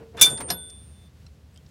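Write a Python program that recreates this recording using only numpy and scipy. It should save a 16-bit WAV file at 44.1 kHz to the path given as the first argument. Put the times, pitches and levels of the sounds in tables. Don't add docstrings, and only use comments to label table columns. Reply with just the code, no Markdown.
import sys
import numpy as np
from scipy import signal
from scipy.fft import rfft, irfft
from scipy.io import wavfile
from scipy.ndimage import uniform_filter1d

SR = 44100
rng = np.random.default_rng(int(sys.argv[2]) if len(sys.argv) > 2 else 0)


def master_out(mix):
    frames = np.transpose(np.atleast_2d(mix))
    ceiling = np.clip(frames, -1, 1)
    pcm = np.round(ceiling * 32767).astype(np.int16)
    wavfile.write(sys.argv[1], SR, pcm)


def makeup_ratio(level_db):
    decades = np.asarray(level_db, float) / 20
    return 10 ** decades


N = 74970


def line(table, at):
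    return np.interp(at, *np.array(table, float).T)


def coloured(spectrum):
    hz = np.maximum(np.fft.rfftfreq(N, 1 / SR), 1)
    f, db = np.array(spectrum, float).T
    tilt = np.interp(np.log(hz), np.log(f), db, left=-90, right=-70)
    noise = irfft(rfft(rng.standard_normal(N)) * makeup_ratio(tilt), N)
    return noise / noise.std()


def walk(rate_hz):
    hold = int(SR / rate_hz)
    steps = np.repeat(rng.standard_normal(N // hold + 1), hold)
    wander = uniform_filter1d(steps, hold)[:N]
    return wander / wander.std()


def band(x, hz, width_hz):
    return signal.lfilter(*signal.iirpeak(min(hz, .4 * SR), hz / width_hz, SR), x)


def ring(t, start, hz, db, t60, stop=9., phase=0.):
    rise_s, choke_s = .002, .004
    u = np.maximum(t - start, 0)
    onset = 1 - np.exp(-u / rise_s * 3)
    decay = np.exp(-np.log(1000) * u / t60 - np.maximum(t - stop, 0) / choke_s)
    return makeup_ratio(db) * np.sqrt(2) * onset * decay * np.sin(2 * np.pi * hz * u + phase)


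def rings(t, modes):
    return sum(ring(t, *mode) for mode in modes)


def struck(t, modes, blows):
    scatter_db = 2.5
    luck = rng.standard_normal((len(blows), len(modes), 2))
    out = np.zeros(N)
    for i, (start, blow_db) in enumerate(blows):
        for k, (hz, mode_db, t60) in enumerate(modes):
            db = blow_db + mode_db + scatter_db * luck[i, k, 0]
            out += ring(t, start, hz, db, t60, phase=3 * luck[i, k, 1])
    return out


def sea(t):
    # (f/Hz, level/dB per Hz)
    sea_colour = [(25, -38), (50, -10.5), (80, -3), (200, -11), (320, -24.5), (800, -33.5), (4100, -36),
                  (15900, -48.5)]
    # (t/s, level/dB)
    swell = [(0, 1.5), (.15, 1.5), (.6, 2), (1.05, 3), (1.12, -2.5), (1.22, 2), (1.3, -1), (1.7, 1)]
    return coloured(sea_colour) * makeup_ratio(-53.5 + line(swell, t) + .7 * walk(10))


def generator():
    drone_hz, width_hz, drone_db = 75, 5.4, -51.5
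    drone = band(rng.standard_normal(N), drone_hz, width_hz)
    return drone / drone.std() * makeup_ratio(drone_db)


def contact():
    # (t/s, level/dB, t60/s, centre f/Hz, width/Hz)
    bursts = [(0, -51.5, .12, 694, 1187), (.139, -57, .1, 618, 483), (.1465, -45, .15, 620, 700),
              (0.169, -47, 0.12, 6600, 7860), (.17, -44, .1, 1199, 1434), (.176, -37, .25, 1400, 2000),
              (.188, -38, .15, 2500, 2620), (0.1962, -38, 0.05, 6500, 6360), (.2, -38, .15, 2000, 2500),
              (0.2122, -7, .11, 8800, 10500), (0.223, -21.5, 0.12, 6046, 8950),
              (.246, -32, .05, 6000, 6000), (0.2548, -25, 0.06, 8600, 5000), (0.263, -32, .15, 1187, 1771),
              (.225, -34, .2, 600, 900), (.297, -42, 0.1, 6500, 6000), (0.3755, -42, 0.05, 4600, 3000),
              (.376, -45, .1, 1500, 2500), (0.4015, -41, 0.06, 6500, 6500), (0.403, -31, 0.075, 1207, 2434),
              (0.403, -51, .07, 14100, 2500), (.4065, -40, .07, 3500, 4500), (.419, -45, .08, 1500, 3000),
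              (.478, -50, .1, 2200, 2400), (0.486, -47, 0.1, 4800, 3900), (.49, -40, .08, 900, 1500),
              (0.5016, -22, 0.035, 4800, 5000), (.502, -29, 0.11, 1000, 2200),
              (.5155, -39, .06, 4800, 3500), (0.504, -43, .13, 5560, 8070), (0.699, -47, 0.034, 6000, 5530),
              (1.264, -56.5, .04, 5000, 5000), (1.5604, -57, .04, 3000, 2500),
              (1.5748, -52, .018, 5500, 6000), (1.662, -56, .03, 5000, 3500),
              (1.688, -62.5, .03, 7000, 3990)]
    grit_db, rattle_share, treble_damp = -5, .12, .45
    count = 70
    out = np.zeros(N + SR)
    u = np.arange(SR // 5) / SR
    for start, db, t60, hz, width_hz in bursts:
        luck = rng.random((count, 4))
        off = (np.arange(count)[:, None] + luck[:, :1]) / 35 - 1
        f = np.clip(hz + width_hz * off * .7, 120, 15700)
        late = np.maximum(u - luck[:, 1:2] ** 2 * rattle_share * t60, 0)
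        life = t60 * np.clip((hz / f) ** treble_damp, .5, 1.3) * (.6 + .5 * luck[:, 2:3])
        gain = makeup_ratio(-10 * luck[:, 3:4] - 16 * off ** 2) * (f > 200)
        modes = gain * np.sin(2 * np.pi * f * late) * np.exp(-np.log(1000) * late / life)
        crowd = modes.sum(axis=0) / 2.77
        rough = rng.standard_normal(len(u)) * makeup_ratio(3 * walk(400)[:len(u)])
        rough = band(band(rough, hz, width_hz * 1.4), hz, width_hz * 1.4)
        grit = rough / rough.std() * np.exp(-np.log(1000) * u / t60)
        fade = np.minimum((u[-1] - u) * 50, 1)
        k = int(start * SR)
        out[k:k + len(u)] += makeup_ratio(db) * (crowd + makeup_ratio(grit_db) * grit) * fade
    return out[:N]


def fittings(t):
    # (start t/s, f/Hz, level/dB, t60/s, choked t/s)
    fitting_modes = [(.012, 452, -45, .7, .115), (.144, 455, -44.5, .6, .2), (.26, 1495, -39, .3, .4),
                     (.522, 1495, -51, .6, .71), (.3, 7241, -45, .3, .42), (.303, 7140, -49, .3, .42),
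                     (.3, 6977, -53, .5, .4), (.305, 5690, -61, .6, .37), (.215, 1280, -38, .2, .3),
                     (.402, 1300, -48, .1, .45), (.376, 10150, -59, .15, .4), (.376, 5050, -48, .05, .39),
                     (.505, 905, -51, .4, .64), (.52, 4230, -60, .4, .62), (.36, 905, -52, .8, .49),
                     (.172, 930, -47, .2, .21), (.172, 10450, -58, .5, .198), (.146, 680, -47, .2, .2),
                     (.51, 700, -47, .3, .6), (.196, 5500, -35, .05, .204)]
    return rings(t, fitting_modes)


def chain(t):
    # (t/s, level/dB)
    drag = [(.02, -49), (.12, -62.5), (.145, -50.5), (.22, -37.5), (.31, -38), (.39, -42.5), (.42, -39),
            (.475, -43.5), (.52, -37), (.6, -56), (.75, -63)]
    # (f/Hz, level/dB per Hz)
    drag_colour = [(59, -44), (100, 2), (340, -4), (452, 0.5), (601, -7), (1300, -19.5), (2100, -25),
                   (3000, -27.5), (3900, -45.5), (6600, -120)]
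    settling = list(drag) + [(.85, -66.5)]
    return coloured(drag_colour) * makeup_ratio(line(settling, t) + 1.5 * walk(50))


def shank(t):
    # (start t/s, f/Hz, level/dB, t60/s, choked t/s)
    shank_modes = [
        (.175, 3542, -42, .3, .185),
        (.189, 3542, -37, 2, .197),
        (.199, 3542, -31.5, 2, .211),
        (.306, 3540, -39, 1.5, .376),
        (.383, 3540, -46, .5, .394),
        (.486, 3540, -43, 1, .502),
    ]
    return rings(t, shank_modes)


def bounces(t):
    # (start t/s, f/Hz, level/dB, t60/s, choked t/s)
    bounce_modes = [(.2125, 6010, -17, .06, .222), (.2235, 6010, -10.5, .3, .233),
                    (.2225, 2345, -21, .5, .242), (.2135, 12655, -19.5, .5, .226),
                    (.215, 9441, -19, .2, .23), (.214, 10130, -20, .15, .235),
                    (.255, 14900, -42, .15, .275), (.2225, 7877, -19, .2, .23), (.246, 6010, -27, .1, .25),
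                    (.2555, 6010, -25, .1, .264), (.2545, 9441, -24, .08, .29),
                    (.2545, 9803, -26, .08, .28), (.257, 10130, -29, .09, .29), (.258, 2345, -35, .15, .29),
                    (.265, 1530, -36, .2, .29), (.201, 7100, -43, .2, .21), (.489, 6000, -50, .1, .497),
                    (.403, 13000, -50, .06, .42), (.403, 14800, -49, .06, .42),
                    (.5035, 5300, -24, .05, .512), (.502, 5750, -29, .04, .51), (.514, 5000, -35, .09, .55),
                    (.514, 5400, -39, .08, .55), (.507, 4226, -31, .1, .53)]
    return rings(t, bounce_modes)


def claw(t):
    # (f/Hz, level/dB, t60/s)
    claw_modes = [(5472, -10, .09), (6073, -8, .07), (7292, -14, .1), (7877, -7, .07), (7965, -9, .07),
                  (9441, -6, .09), (9803, -7, .08), (10163, -8, .09), (14180, -14, .05), (14900, -18, .06),
                  (1550, -12, .05)]
    # (t/s, level/dB)
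    blows = [
        (0.2122, -14),
        (.2165, -20),
        (0.2225, -17),
    ]
    return struck(t, claw_modes, blows)


def hook(t):
    # (start t/s, f/Hz, level/dB, t60/s, choked t/s)
    hook_modes = [
        (.2135, 8920, -22.5, .4, .296),
        (.298, 8920, -30.5, 1, .398),
        (.403, 8922, -37, 3, .501),
        (.5025, 8918, -31, .07, .53),
        (.236, 11390, -33.5, .3, .35),
        (.59, 11390, -66, 1, .72),
    ]
    return rings(t, hook_modes)


def gripped(t):
    # (start t/s, f/Hz, level/dB, t60/s, gripped from t/s)
    gripped_modes = [
        (.2135, 3544, -8.8, .4, .256),
        (.503, 11390, -28.5, .27, .548),
    ]
    grip_s = .037
    out = np.zeros(N)
    for *mode, grip_start in gripped_modes:
        held = np.maximum(t - grip_start, 0) / grip_s
        out += ring(t, *mode) * np.exp(-held ** 2)
    return out


def deck(t):
    # (t/s, f/Hz, level/dB, t60/s)
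    thuds = [
        (.31, 136, -37, .2),
        (.507, 180.5, -37.5, 0.3),
    ]
    return rings(t, thuds)


def turning(t):
    # (start t/s, f/Hz, level/dB, t60/s, silent t/s)
    turning_modes = [
        (.5018, 8918, -33.5, .9, .561),
        (.522, 3538, -43, 1.6, .885),
    ]
    turn_s, caught_s = (.024, .16), 1.08
    out = np.zeros(N)
    for (*mode, silent), turn in zip(turning_modes, turn_s):
        out += ring(t, *mode, caught_s) * np.tanh((silent - t) / turn)
    return out


def link(t):
    # (f/Hz, level/dB, t60/s)
    link_modes = [(1680, -14, .07), (2972, -12, .06), (3560, -7, .05), (4226, -8, .05), (4700, -7, .04),
                  (4990, -10, .07), (5206, -7, .04), (5700, -7, .03), (6627, -10, .05), (7763, -16, .07),
                  (9528, -16, .07), (10350, -7, .08), (10270, -13, .08), (700, -8, .06)]
    # (t/s, level/dB)
    taps = [
        (.5021, -26),
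        (.5052, -29),
        (.509, -35),
        (.5155, -38),
    ]
    return struck(t, link_modes, taps)


def late_ticks(t):
    # (t/s, f/Hz, level/dB, t60/s)
    ticks = [(1.2655, 4100, -47.5, 0.022), (1.265, 2700, -56, .025), (1.266, 1370, -58, .03),
             (1.2648, 5500, -50.5, .028), (1.263, 8100, -60, .04), (1.5424, 8120, -56, .025),
             (1.5604, 5000, -51, .016), (1.5604, 8050, -55.5, .014), (1.5604, 10000, -63.5, .014),
             (1.5757, 3180, -51.5, .045), (1.575, 7000, -58, .012), (1.663, 3280, -56.5, .016)]
    return rings(t, ticks)


def scene():
    t = np.arange(N) / SR
    background = sea(t) + generator()
    chain_and_deck = fittings(t) + chain(t) + deck(t)
    long_rings = shank(t) + hook(t) + gripped(t) + turning(t)
    impacts = contact() + bounces(t) + claw(t) + link(t) + late_ticks(t)
    return (background + chain_and_deck + long_rings + impacts)[None]


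def low_pass(x):
    return signal.sosfilt(signal.butter(12, 16850, fs=SR, output="sos"), x)


def record(dry):
    top_hz, limit = 15900, .8
    x = signal.sosfilt(signal.ellip(10, .2, 80, top_hz, fs=SR, output="sos"), dry)
    x = x / (1 + (x / limit) ** 4) ** (1 / 4)
    mix = signal.sosfilt(signal.butter(2, 40, "high", fs=SR, output="sos"), x)
    return low_pass(mix)


dry = scene()
out = record(dry)
master_out(out)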